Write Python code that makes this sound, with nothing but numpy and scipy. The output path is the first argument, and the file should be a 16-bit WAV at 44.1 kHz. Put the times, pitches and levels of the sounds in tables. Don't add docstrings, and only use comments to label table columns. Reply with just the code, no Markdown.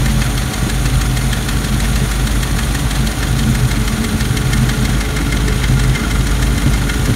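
import sys
import numpy as np
from scipy import signal
from scipy.fft import rfft, irfft
from scipy.io import wavfile

SR = 44100
rng = np.random.default_rng(int(sys.argv[2]) if len(sys.argv) > 2 else 0)


def dump_mix(stems):
    frames = np.atleast_2d(stems).T
    limited = np.clip(frames, -1, 1)
    pcm = np.round(limited * 32767).astype(np.int16)
    wavfile.write(sys.argv[1], SR, pcm)


N = 315315
TIME = np.arange(N) / SR
FREQ = np.maximum(np.fft.rfftfreq(N, 1 / SR), 1)

# (time [s], crankshaft speed [rpm])
IDLE_SPEED = [(0.0, 759.4), (0.75, 745.3), (1.0, 771.8), (1.25, 755.5), (2.0, 769.9), (2.75, 746.0),
              (3.25, 751.7), (4.0, 725.6), (5.0, 763.1), (6.25, 760.5), (6.5, 778.4), (7.15, 732.4)]
# (time [s], place [0 at the valve cover, 1 over the duct])
MIC_PATH = [(0, 0.044), (2.7, 0.083), (3.4, 0.24), (4.2, 0.48), (4.82, .52), (5.02, 0.89), (6.1, 0.9),
            (7.15, 0.44)]
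# (time [s], half length [s], dip of the boom [dB])
THROB_LULLS = [(0.505, 0.07, -15), (1.435, 0.051, -6), (3.13, .05, -23), (4.1, 0.096, -26),
               (5.08, 0.081, -15), (5.53, 0.067, -11), (6.01, 0.12, -13)]
# (order [multiple of the camshaft rate], relative level [dB])
BOOM_ORDERS = [(19, -10.5), (20, 11.5), (21, 4.5), (22, -6)]
# (time [s], level [dB])
BOOM_RIDE = [(0, -18), (.17, -16), (.35, -20), (1.15, -20), (1.9, -22.5), (2.5, -20.5), (3.45, -19),
             (3.8, -22), (4.35, -18), (4.85, -17.5), (5.25, -24), (5.72, -17), (6.2, -20.5), (7.15, -20.5)]
DRONE_RIDE = [(0, -26), (.7, -29), (2.9, -27.5), (3.25, -35.5), (3.45, -19.5), (3.62, -26.5), (4.05, -22),
              (4.75, -23.5), (5.05, -32), (7.15, -27.5)]
# (frequency [Hz], relative level [dB])
RUMBLE_EQ = [(20, -29), (32, -15), (45, 0), (62, 2.5), (80, -0.5), (102, -2), (135, -2), (175, -6),
             (250, -7.5), (320, -11.5), (390, -17.5), (520, -21), (900, -40.5)]
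RUSTLE_EQ = [(300, -15.5), (500, -2.5), (750, 3), (1000, -1.5), (1300, -1.5), (1600, -2), (1950, 0.5),
             (2400, -2.5), (2900, -4), (3400, -3), (4200, -3.5), (4800, -10.5), (6000, -9), (8000, -22)]
HISS_EQ = [(4500, -24), (5800, -3.5), (6700, 0), (7300, -4), (7900, -11.5), (8500, -2), (9600, 4),
           (10050, -3), (10400, -6.5), (11000, -7.5), (12300, -7.5), (13300, -9), (14500, -44),
           (16000, -36)]
CRACK_EQ = [(900, 2.5), (1700, 13.5), (4000, -6), (8000, 2.5), (12000, -40), (16000, -19)]
# (frequency [Hz], width [Hz], relative level [dB], change over duct [dB])
PULLEY_MODES = [(1232, 79, -3, 1), (1406, 76, 4, 3.5), (1520, 58, -8, -11), (1994, 44, -18, 15.5),
                (3197, 58, -16, 15.5), (3510, 30, 1.5, -21), (6580, 32, -2.5, -1), (6820, 79, -5, -1),
                (9560, 46, -18, -7), (9420, 44, -10, -7), (11010, 260, -7.5, -5)]
# (order [multiple of the shaft rate], level [dB], change in full view [dB])
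FAN_TONES = [(6, -37, 3), (8, -57, 9), (9, -42.5, 7), (12, -44, -11), (15, -46.5, -4.5), (18, -54, 7),
             (21, -52.5, 0), (24, -43.5, -1), (27, -69, 0), (30, -61, -1), (33, -53, -6)]
# (lag behind the loose one [camshaft turns], relative level [dB], ping [Hz])
QUIET_VALVES = [(.15, -1.5, 1850), (.265, 3, 1470), (0.288, 0, 3100), (0.316, 1, 1970), (.52, 2, 1520),
                (0.625, 0, 3200), (.83, 1, 1470)]
# (frequency [Hz], width [Hz], relative level [dB], change over duct [dB])
COVER_MODES = [(1280, 28, -1.5, -17), (1476, 77, -2.5, 4.5), (1701, 15, 3, 4), (1828, 68, 5, 1),
               (2103, 60, 1.5, 11.5), (2547, 40, -0.5, -15), (2695, 45, -2.5, 3.5), (3094, 68, -8.5, 13.5),
               (3267, 120, 4, -5), (3670, 73, -1, 5), (3990, 160, 1, -1.5), (4323, 98, 3.5, -10),
               (4930, 480, -15, 10), (5240, 220, -20, 6.5), (5584, 134, -6, 4), (6090, 110, -6.5, 0),
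               (6440, 120, -7.5, 3.5), (6940, 150, -7, -5), (7610, 180, -9.5, 5.5), (8250, 180, -6, -2),
               (8620, 98, -22, 15), (9580, 120, -12, 9), (11600, 670, -16, -3)]
# (time [s], relative level [dB])
TICK_RIDE = [(0, 0.5), (1.3, 1.5), (2.2, -1.3), (2.45, 1.6), (3.5, 0.1), (4.7, 2), (5.05, -0.7),
             (7.15, -0.5)]
# (time [s], boost [dB])
LIFTER_KNOCKS = [(.218, 4), (1.331, 0), (2.589, 1.5), (3.231, 3), (3.879, 1.5), (4.694, 0), (5.64, 4.8),
                 (5.954, 3.5), (6.896, 4)]
# (time [s], relative level [dB])
HARD_FIRINGS = [(.628, -2.5), (0.671, 1.5), (3.504, -1.5), (4.15, 2.5), (6.668, 2), (7.096, 5)]
# (delay [ms], change over duct [ms], relative level [dB])
PANEL_ECHOES = [(1.7, 0.1, -20.5), (2.9, -0.184, -11.5), (4.3, 0.255, -12.5), (6.8, -0.22, -13),
                (9.7, 0.316, -17.5)]

IDLE_RPM, FAN_HZ, FIRST_TICK_S, TOP_HZ = 760, 47.41, 0.0611, 15700
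HUM_DB, HUM_DB_PER_RPM, HUM_DUCT_DB = -17.5, 0.12, -0.5
HUM_WAVER_DB, BOOM_WAVER_DB, DRONE_WAVER_DB = 1.16, 0.95, 2.5
LULL_HUM_SHARE, LULL_RUMBLE_SHARE = 0.27, 0.053
# (level at the valve cover [dB], change over duct [dB])
RUMBLE_DB, RUSTLE_DB, HISS_DB, WHINE_DB = (-20.5, 2.5), (-28, -0.5), (-32, -2), (-43, -9.5)
FAN_REACH = 0.5
VALVE_SCATTER_DB, TICK_SCATTER_DB = 1.9, 0.36
SNAP_DB, KNOCK_DULLING = 0.46, 1.7


def amp(db):
    return 10 ** (np.asarray(db) / 20)


def unit(x):
    return x / np.sqrt(np.mean(x ** 2))


def curve(table):
    return np.interp(TIME, *np.transpose(table))


def noise():
    return rng.standard_normal(N)


def walk(hz):
    return unit(irfft(rfft(noise()) * np.exp(-(FREQ / hz) ** 2), N))


def colour(x, points):
    hz, db = np.transpose(points)
    return unit(irfft(rfft(x) * amp(np.interp(np.log(FREQ), np.log(hz), db)), N))


def treble(x, hz):
    return irfft(rfft(x) / (1 + (hz / FREQ) ** 4), N)


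def resonate(x, hz, width):
    return signal.lfilter(*signal.iirpeak(hz, hz / width, fs=SR), x)


def breath(hz, width):
    return unit(resonate(resonate(noise(), hz, width), hz, width))


def ring(x, modes, place):
    at_cover, at_duct = 0, 0
    for hz, width, db, change_db in modes:
        mode = resonate(x, hz, width)
        at_cover += amp(db) * mode
        at_duct += amp(db + change_db) * mode
    return unit(at_cover + place * (at_duct - at_cover))


def placed(levels, place):
    db, change_db = levels
    return amp(db + place * change_db)


def lulls():
    return sum(db * np.exp(-((TIME - s) / length) ** 2) for s, length, db in THROB_LULLS)


def camshaft(rpm):
    turns = np.cumsum(rpm / 60 / 2) / SR
    return turns - np.interp(FIRST_TICK_S, TIME, turns)


def each_turn(cam, lag):
    return np.arange(np.ceil(cam[0] - lag), cam[-1] - lag) + lag


def blows(times, db):
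    out = np.zeros(N)
    np.add.at(out, np.clip((times * SR).astype(int), 0, N - 1), amp(db))
    return out


def swell(rise, fall):
    t = np.arange(-SR // 20, SR // 20) / SR
    return np.exp(np.minimum(t / rise, -t / fall))


def chatter(hits, rise, fall, grain_db):
    envelope = signal.oaconvolve(hits, swell(rise, fall), "same")
    return unit(envelope * noise() * amp(grain_db * noise()))


def smear(hits, rise, fall):
    envelope = swell(rise, fall)
    paths = rng.standard_normal(len(envelope))
    for _ in range(2):
        spectrum = rfft(paths * envelope)
        paths = irfft(spectrum / np.abs(spectrum), len(envelope))
    return unit(signal.fftconvolve(hits, paths, "same"))


def firing_hum(angle, rpm, place):
    db = HUM_DB + HUM_DB_PER_RPM * (rpm - IDLE_RPM) + HUM_DUCT_DB * place
    db += LULL_HUM_SHARE * lulls() + HUM_WAVER_DB * walk(12)
    return amp(db) * unit(np.sin(8 * angle))


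def exhaust_boom(angle):
    db = curve(BOOM_RIDE) + lulls() + BOOM_WAVER_DB * walk(5.7)
    lope = angle - 2 * np.pi * 0.62
    tones = unit(sum(amp(level) * np.cos(order * lope) for order, level in BOOM_ORDERS))
    return amp(db) * unit(tones + amp(-5) * breath(hz=130.5, width=33))


def intake_drone():
    db = curve(DRONE_RIDE) + DRONE_WAVER_DB * walk(7.8)
    tone = unit(np.sin(2 * np.pi * (217.5 * TIME + 0.21 * walk(7.9))))
    return amp(db) * unit(tone + amp(-4.5) * breath(hz=222, width=24))


def block_rumble(cam, firing, place):
    lope = np.cos(2 * np.pi * (cam - 0.62))
    rumble = colour(noise() * amp(0.13 * lope + 3.3 * firing), RUMBLE_EQ)
    return placed(RUMBLE_DB, place) * amp(LULL_RUMBLE_SHARE * lulls()) * rumble


def chain_rustle(firing, place):
    grain_db = 2.15 * noise() + 0.99 * walk(41) + 0.27 * firing
    return placed(RUSTLE_DB, place) * colour(noise() * amp(grain_db), RUSTLE_EQ)


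def belt(cam, place):
    grain_db = 4 * noise() + 1.1 * walk(40)
    hiss = colour(noise() * amp(grain_db), HISS_EQ)
    flutter_db = 2.15 * walk(52) + 0.76 * np.cos(2 * np.pi * 4 * (cam - 0.03))
    pulleys = ring(noise() * amp(flutter_db), PULLEY_MODES, place)
    return placed(HISS_DB, place) * hiss + amp(-32.5) * pulleys


def fan(place):
    shaft = 2 * np.pi * (FAN_HZ * TIME + 0.0091 * walk(1.6))
    view = np.minimum(place / FAN_REACH, 1)
    tones = 0
    for order, db, change_db in FAN_TONES:
        gain = amp(db + view * change_db + 2.8 * walk(13.6))
        tones += gain * unit(np.sin(order * shaft + 0.26 * walk(12)))
    whine = unit(np.sin(16 * shaft + walk(3.1)))
    return tones + placed(WHINE_DB, place) * amp(1.8 * walk(4)) * whine


def valves(cam, place):
    rattle, pings = 0, 0
    for lag, db, hz in QUIET_VALVES:
        turns = each_turn(cam, lag)
        late, force = rng.standard_normal((len(turns), 2)).T
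        hits = blows(np.interp(turns + 0.0075 * late, cam, TIME), VALVE_SCATTER_DB * force)
        clack = amp(db) * chatter(hits, rise=0.0053, fall=0.0035, grain_db=2)
        rattle += clack
        pings += resonate(clack, hz, width=hz / 7)
    cover = ring(rattle, COVER_MODES, place)
    return amp(-36) * cover + amp(-40) * unit(pings) + amp(-49) * colour(rattle, CRACK_EQ)


def loose_lifter(cam, place):
    times = np.interp(each_turn(cam, 0), cam, TIME)
    knock_db = np.zeros(len(times))
    for when, boost_db in LIFTER_KNOCKS:
        knock_db[np.argmin(abs(times - when))] = boost_db
    force_db = np.interp(times, *np.transpose(TICK_RIDE)) + knock_db
    hits = blows(times, force_db - TICK_SCATTER_DB * rng.standard_normal(len(times)))
    slap = smear(hits, rise=0.012, fall=0.0082)
    rattle = chatter(hits, rise=0.005, fall=0.0064, grain_db=-1)
    cover = ring(unit(slap + amp(-1) * rattle), COVER_MODES, place)
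    tick = amp(-31.5) * cover + amp(-40) * colour(rattle, CRACK_EQ)
    snap_db = np.interp(TIME, times, SNAP_DB - KNOCK_DULLING * knock_db)
    return tick + (amp(snap_db) - 1) * treble(tick, 4000)


def thumps():
    shake = chatter(blows(*np.transpose(HARD_FIRINGS)), rise=0.011, fall=0.014, grain_db=3)
    dull_eq = [(40, -16), (90, 6), (280, 1), (420, -12.5), (680, -16), (1300, -44), (4000, -60)]
    return amp(-31.5) * colour(shake, dull_eq)


def engine_bay(x, place):
    high = treble(x, 4100)
    sway = place + 0.046 * walk(1.1)
    echoes = 0
    for ms, change_ms, db in PANEL_ECHOES:
        delay_s = (ms + sway * change_ms) / 1000
        echoes += amp(db) * np.interp(TIME - delay_s, TIME, high)
    x = x + (amp(-1.23) - 1) * high + amp(-2.7) * echoes
    return x + (amp(-5.5 * place ** 2) - 1) * treble(x, 12300)


def scene():
    rpm, place = curve(IDLE_SPEED), curve(MIC_PATH)
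    cam = camshaft(rpm)
    ticking = loose_lifter(cam, place) + valves(cam, place)
    angle = 2 * np.pi * (cam + 0.001 * walk(4.6))
    firing = np.cos(2 * np.pi * 8 * cam)
    throb = firing_hum(angle, rpm, place) + exhaust_boom(angle) + intake_drone()
    bed = block_rumble(cam, firing, place) + chain_rustle(firing, place) + belt(cam, place) + fan(place)
    return engine_bay(throb + bed + ticking + thumps(), place)[None]


def record(dry):
    return signal.fftconvolve(dry, signal.firwin(801, TOP_HZ, fs=SR)[None], "same")


dry = scene()
out = record(dry)
dump_mix(out)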